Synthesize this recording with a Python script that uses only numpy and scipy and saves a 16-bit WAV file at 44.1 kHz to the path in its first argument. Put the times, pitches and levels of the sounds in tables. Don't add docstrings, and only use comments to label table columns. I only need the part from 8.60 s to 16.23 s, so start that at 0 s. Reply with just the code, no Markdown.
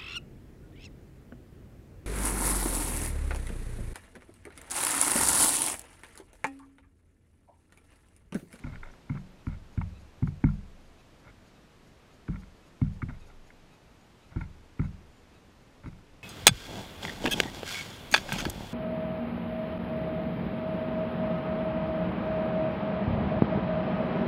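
import sys
import numpy as np
from scipy import signal
from scipy.fft import rfft, irfft, next_fast_len
from scipy.io import wavfile
from scipy.ndimage import uniform_filter1d

SR = 44100
rng = np.random.default_rng(int(sys.argv[2]) if len(sys.argv) > 2 else 0)


def dump(signal):
    limited = np.clip(np.atleast_2d(signal).T, -1, 1)
    pcm = np.round(limited * 32767).astype(np.int16)
    wavfile.write(sys.argv[1], SR, pcm)


def decibels_to_gain(level_db):
    exponent = np.asarray(level_db, float) / 20
    return 10 ** exponent


N = 336483


def unit(x):
    return x / np.sqrt(np.mean(x ** 2) + 1e-20)


def add(track, s, sound):
    part = track[round(s * SR):][:len(sound)]
    part += sound[:len(part)]


def filtered(x, response):
    m = next_fast_len(N + SR // 2)
    return irfft(rfft(x, m) * response(np.fft.rfftfreq(m, 1 / SR)), m)[..., :N]


def peak(f, hz, width):
    return 1j * f * width / (hz * hz - f * f + 1j * f * width)


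# frequency in Hz, level in dB per Hz.
AIR_COLOUR = [(9, -37), (15, -2.5), (32, -7), (49, -6), (107, -7.5), (239, -10), (440, -14.5),
              (1350, -22.5), (2630, -26), (6800, -35.5), (12300, -45), (13000, -43.5), (15000, -45)]
# time in seconds, level in dB.
AIR_LEVEL = [(0.0, -67.5), (0.45, -69.5), (7.63, -70)]


def still_air():
    hz, db = np.transpose(AIR_COLOUR)
    spectrum = signal.stft(rng.standard_normal(N), nperseg=512)[2]
    patches = uniform_filter1d(uniform_filter1d(rng.standard_normal(spectrum.shape), 8, 0), 10, 1)
    patchy = signal.istft(spectrum * decibels_to_gain(0.29 * unit(patches)), nperseg=512)[1][:N]
    bed = unit(filtered(patchy, lambda f: decibels_to_gain(np.interp(np.log(f + 1), np.log(hz + 1), db))))
    s, level_db = np.transpose(AIR_LEVEL)
    return decibels_to_gain(np.interp(np.arange(N) / SR, s, level_db) + 13) * bed


# centre in Hz, width in Hz, level in dB.
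PUFF_BANDS = [(6700, 310, 4.5), (9600, 670, -2), (11600, 610, -5), (4620, 1600, 1.5)]
# time in seconds, level in dB.
PUFF_LEVEL = [(0, -4), (.9, 3), (1.7, 3.5), (2.1, -3), (3.05, -13), (3.3, 1), (3.8, 3.5), (5.1, 1),
              (5.7, -7), (7.63, -10)]
# time in seconds, level in dB.
STRAY_PUFFS = [(1.293, -1), (1.90, 2), (2.265, 0), (2.408, 0), (2.603, 0), (2.88, 2.5), (3.975, -1),
               (4.676, 4), (5.64, -4), (5.812, 1), (6.252, 3), (6.75, -4), (7.277, 0)]


def hiss_puffs():
    first_s, every_s, puff_s = 0.075, 4 / 15, 0.013
    t = np.arange(N) / SR
    beat = np.arange(first_s, N / SR, every_s)
    puffs = STRAY_PUFFS + list(zip(beat, np.interp(beat, *np.transpose(PUFF_LEVEL))))
    swell = sum(decibels_to_gain(db) * np.exp(-0.5 * ((t - s) / puff_s) ** 2) for s, db in puffs)

    def bands(f):
        return sum(decibels_to_gain(db) * np.abs(peak(f, hz, width)) ** 2 for hz, width, db in PUFF_BANDS)

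    fizz = unit(filtered(rng.standard_normal(N), bands))
    return decibels_to_gain(-73.5) * swell * fizz


# start in seconds, length in seconds, start pitch in Hz, end pitch in Hz, level in dB.
CHIRPS = [
    (4.86, 0.027, 6800, 6700, -72),
    (5.39, 0.073, 6950, 6900, -76),
    (6.51, 0.13, 7000, 7160, -76),
]


def far_bird():
    out = np.zeros(N)
    for s, length, start_hz, end_hz, db in CHIRPS:
        u = np.arange(round(length * SR)) / (length * SR)
        pitch = start_hz + (end_hz - start_hz) * u + 40 * np.sin(2 * np.pi * 2 * u)
        whistle = np.sin(2 * np.pi * np.cumsum(pitch) / SR)
        add(out, s, decibels_to_gain(db) * np.sin(np.pi * u) ** 0.6 * whistle)
    return out


# start in seconds, level in dB.
FAR_CALLS = [(0.769, -76), (1.338, -70), (2.369, -73), (2.93, -75), (3.479, -74), (4.01, -75),
             (4.596, -70.5), (5.103, -72), (5.606, -73), (6.219, -72), (6.729, -71.5), (7.239, -75)]
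# harmonic number, level in dB.
FAR_VOICE = [(1, -4), (2, -2.5), (3, -6.5)]


def far_jay():
    call_s, call_hz = 0.063, 1260
    out = np.zeros(N)
    u = np.arange(round(call_s * SR)) / (call_s * SR)
    hoarse = unit(uniform_filter1d(rng.standard_normal((len(FAR_CALLS), SR // 5)), size=200, axis=1))
    for (s, db), waver in zip(FAR_CALLS, hoarse):
        pitch = call_hz * (1 + 0.052 * (np.sin(np.pi * u) - 0.6) + 0.0223 * waver[:len(u)])
        phase = 2 * np.pi * np.cumsum(pitch) / SR
        voice = sum(decibels_to_gain(g) * np.sin(round(k) * phase) for k, g in FAR_VOICE)
        add(out, s, decibels_to_gain(db + 7) * np.sin(np.pi * u) ** 0.86 * voice)
    return out


# centre in Hz, width in Hz.
CASE = [(560, 77), (930, 124), (1390, 120), (2170, 136), (3700, 60)]


def case_rings(noise):
    f = np.fft.rfftfreq(len(noise), 1 / SR)
    skirt = 1 / (1 + 1j * f / 2500 / 0.86 - (f / 2500) ** 2) ** 3
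    case = [(-1) ** k * peak(f, hz, width) * skirt for k, (hz, width) in enumerate(CASE)]
    return irfft(rfft(noise) * np.array(case))


# start in seconds, length in seconds, level in dB.
SCRAPES = [(0.053, 0.051, -43.5), (0.11, 0.072, -50), (0.237, 0.075, -51), (0.501, 0.097, -50.5),
           (0.88, 0.075, -49), (1.849, 0.075, -52), (2.641, 0.059, -51), (3.691, 0.083, -52),
           (4.215, 0.071, -54), (4.482, 0.029, -46), (4.517, 0.048, -51.5), (4.658, 0.072, -57.5),
           (5.707, 0.075, -55), (5.76, 0.09, -48), (6.205, 0.06, -47), (7.23, 0.062, -49.5)]


def scrapes():
    out, t = np.zeros(N), np.arange(8192) / SR
    chance = rng.standard_normal((len(SCRAPES), 2, len(t)))
    for (s, length, db), (noise, grip) in zip(SCRAPES, chance[::-1]):
        stroke = np.sin(np.pi * np.clip(t / length, 0, 1)) ** 0.27
        stutter = decibels_to_gain(4.1 * unit(uniform_filter1d(grip, 150)))
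        case_db = np.array([-4, -6, -3.5, -4, 1.0])
        add(out, s, decibels_to_gain(db + 10.5 + case_db) @ case_rings(stroke * stutter * noise))
    return out


# start in seconds, pitch in Hz, level in dB.
TICKS = [
    (.158, 4830, -58),
    (.240, 3550, -48),
    (.241, 7700, -57),
    (.315, 5830, -51),
    (.316, 6500, -61),
]


def seed_ticks():
    out, t = np.zeros(N), np.arange(8192) / SR
    for s, hz, db in TICKS:
        envelope = decibels_to_gain(db - 60 * t / 0.016) * (1 - np.exp(-t / 0.0013))
        add(out, s, envelope * np.sin(2 * np.pi * hz * t))
    return out


# time in seconds, peak level in dB,
# low resonance in dB, high resonance in dB, length in ms.
CRACKS = [(0.037, -36.5, -9.5, 0, 4.9), (0.159, -36, -16, 1.5, 0.93), (0.231, -29, -14, -6.5, 3.6),
          (0.496, -33, -7.5, -4, 3.5), (0.552, -38, -7, -9, 3.5), (0.573, -33, -22, -11, 2.7),
          (0.869, -31, -6.5, -5.5, 1.2), (1.175, -37, -10, -4, 3.4), (1.213, -29.5, -2.5, -6.5, 3.5),
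          (1.626, -38, -0.5, -4.5, 3), (1.673, -31, -8, -10.5, 3.7), (1.8418, -19, -4.5, -8.5, 1.04),
          (1.864, -35, -15, -20, 3.7), (1.889, -34, -8, -20, 2.8), (3.681, -33.5, -9, -10.5, 3.3),
          (3.759, -39.5, -9, 0.5, 2.5), (4.216, -38.5, 3.5, -1, 2.1), (4.419, -25.5, -19, -7.5, 4.9),
          (4.4945, -31.5, -22, -17, 4.5), (4.905, -42.5, -16, -2, 1.7), (5.762, -35.5, -5.5, -11, 2),
          (5.81, -32, -8, -4, 3.5), (6.192, -30.5, -9, -4, 5.3), (7.2605, -34.5, -9, -7, 1.5)]
# time in seconds, peak level in dB.
CRUMBS = [(0.065, -49), (0.078, -50), (0.096, -54), (0.136, -42), (0.337, -44.5), (0.52, -43), (0.542, -45),
          (0.939, -51), (1.19, -44), (1.911, -49), (2.651, -48), (2.7, -47), (3.744, -44), (3.822, -49),
          (3.834, -44.5), (4.529, -51), (5.772, -42), (5.781, -44), (5.824, -45), (5.84, -56), (6.217, -39),
          (6.246, -41), (7.276, -54), (7.33, -48), (7.388, -49)]


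def crunch():
    crumb_low_db, crumb_high_db, crumb_ms = -9.5, -5.5, 2.1
    out, t = np.zeros(N), np.arange(8192) / SR
    bursts = CRACKS + [(s, db, crumb_low_db, crumb_high_db, crumb_ms) for s, db in CRUMBS]
    for s, db, low_db, high_db, ms in bursts:
        noise, size = rng.standard_normal((2, len(t)))
        u = t / (max(ms, 0.5) / 850)
        grains = noise * decibels_to_gain(3.96 * size)
        rings = case_rings((u * np.exp(1 - u)) ** 3.0 * grains)
        rings = rings / np.abs(rings).max(1, keepdims=True)
        case_db = np.array([low_db - 18.5, low_db - 1.0, -7, high_db - 4.0, high_db - 26.5])
        add(out, s - 0.0028, decibels_to_gain(db + case_db) @ rings)
    return out


# start in seconds, length in seconds, level in dB.
ROCKS = [
    (0.133, 0.21, -39),
    (4.472, .2, -55),
    (4.697, 0.174, -42.5),
    (4.948, 0.19, -55),
]


def rocking():
    rock_hz = 21.1
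    out, t = np.zeros(N), np.arange(SR) / SR
    for s, length, db in ROCKS:
        lean = np.sin(np.pi * np.clip(t / length, 0, 1))
        add(out, s, decibels_to_gain(db) * lean * np.sin(2 * np.pi * rock_hz * t))
    return out


# frequency in Hz, decay by 60 dB in seconds,
# mode shape at the centre, its change toward the edge.
TABLE = [(21.44, 1.46, 0.0078, 0.034), (45.95, 0.45, 0.41, 0.015), (69.9, 0.94, -0.24, 0.05),
         (89.24, 0.43, -0.55, 0.073), (101.9, 0.47, -0.28, 0.01), (126.5, 0.16, 1, -0.19),
         (144.1, 0.29, 0.73, 0.067), (167.1, 0.32, -0.6, 0.068), (185.4, 0.56, 0.33, -0.024),
         (204.8, 0.37, 0.28, 0.037), (244.8, 0.084, -0.22, 0.92), (318.3, 0.1, 1, -0.47),
         (356, 0.086, 1, -0.33)]


def table_rings(blows):
    out, t = np.zeros(N), np.arange(SR) / SR
    hz, t60, centre, edge = np.transpose(TABLE)[..., None]
    ring = decibels_to_gain(-60 * t / t60) * (1 - np.exp(-t / 0.00067)) * np.cos(2 * np.pi * hz * t)
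    lag = np.arange(-300, 300) / SR
    for s, db, sway_db, place, ms in blows:
        spot_db = 1.9 * rng.standard_normal((len(TABLE), 1))
        share = (centre + place * edge) * decibels_to_gain(spot_db + sway_db * (hz < 112))
        force = np.exp(-0.5 * (lag / (max(ms, 0.55) / 1000)) ** 2)
        sound = signal.fftconvolve((share * ring).sum(0), force / force.sum())
        add(out, s + lag[0], decibels_to_gain(db) * sound)
    return out


# time in seconds, strength in dB, place from centre to edge.
STEPS = [(0.071, -42.5, 7.6), (0.122, -38, 2.5), (0.151, -44.5, 3.2), (2.660, -51.5, 2), (2.699, -52, 1.4),
         (4.489, -34.5, 3.5), (5.714, -50, 1.2), (7.241, -41.5, 2.7)]


def footsteps():
    sway_db, contact_ms = 3, 1
    return table_rings([(s, db, sway_db, place, contact_ms) for s, db, place in STEPS])


# time in seconds, strength in dB, slow sway in dB,
# place from centre to either edge, contact in ms.
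PECKS = [(0.0422, -37, 9, 5, 0.75), (0.5008, -24, -4, 3, 0.99), (.8702, -30, 8, 3, 0.59),
         (1.1763, -27.5, 6.5, 1.45, 0.67), (1.6251, -17, -6.5, 1.46, 0.86), (1.8402, -16.5, -1, 3.5, 0.39),
         (3.6875, -24, -2, 1.5, 0.65), (4.2178, -16.5, -3, 1.9, 0.81), (4.4259, -29.5, 1.5, -2.5, 0.95),
         (5.7596, -32.5, 8.5, 1.8, 0.29), (6.195, -24.5, 2.5, 2, 0.41), (7.2579, -45, 10.5, 5, 0.45)]
# time in seconds, strength in dB, place.
SECOND_TOUCHES = [(0.5502, -36, 1.5), (1.6814, -33, 1.5), (3.692, -35.5, -2), (3.745, -42, 2.5),
                  (5.766, -38.5, -1.5), (5.815, -40.5, 2.5), (6.200, -36, -0.5), (6.250, -43, 2.5),
                  (7.269, -36, 1)]


def pecks():
    sway_db, contact_ms = -4, 0.4
    return table_rings(PECKS + [(s, db, sway_db, place, contact_ms) for s, db, place in SECOND_TOUCHES])


def scene():
    wood = pecks() + footsteps() + rocking()
    seed = crunch() + scrapes() + seed_ticks()
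    background = still_air() + hiss_puffs() + far_bird() + far_jay()
    return (wood + seed + background)[None]


def top_cut(x):
    return signal.sosfilt(signal.butter(12, 14980, fs=SR, output="sos"), x)


def record(dry):
    hz, _, z = signal.stft(dry, SR, nperseg=1024)
    hz = hz[:, None]
    patches = uniform_filter1d(uniform_filter1d(rng.standard_normal(z.shape), size=4, axis=1), size=5, axis=2)
    loudest_db = 20 * np.log10(np.abs(z).max(1, keepdims=True) + 1e-9)
    busy = np.clip((loudest_db + 52) / 15, 0, 1)
    dropped = (unit(patches) < -0.1 + 0.9 * busy) & (hz > 12700)
    kept = z * np.where(dropped, decibels_to_gain(-32), 1) * (hz < 15010)
    mix = signal.istft(kept, SR, nperseg=1024)[1][:, :N]
    return top_cut(mix)


dry = scene()
out = record(dry)
dump(out)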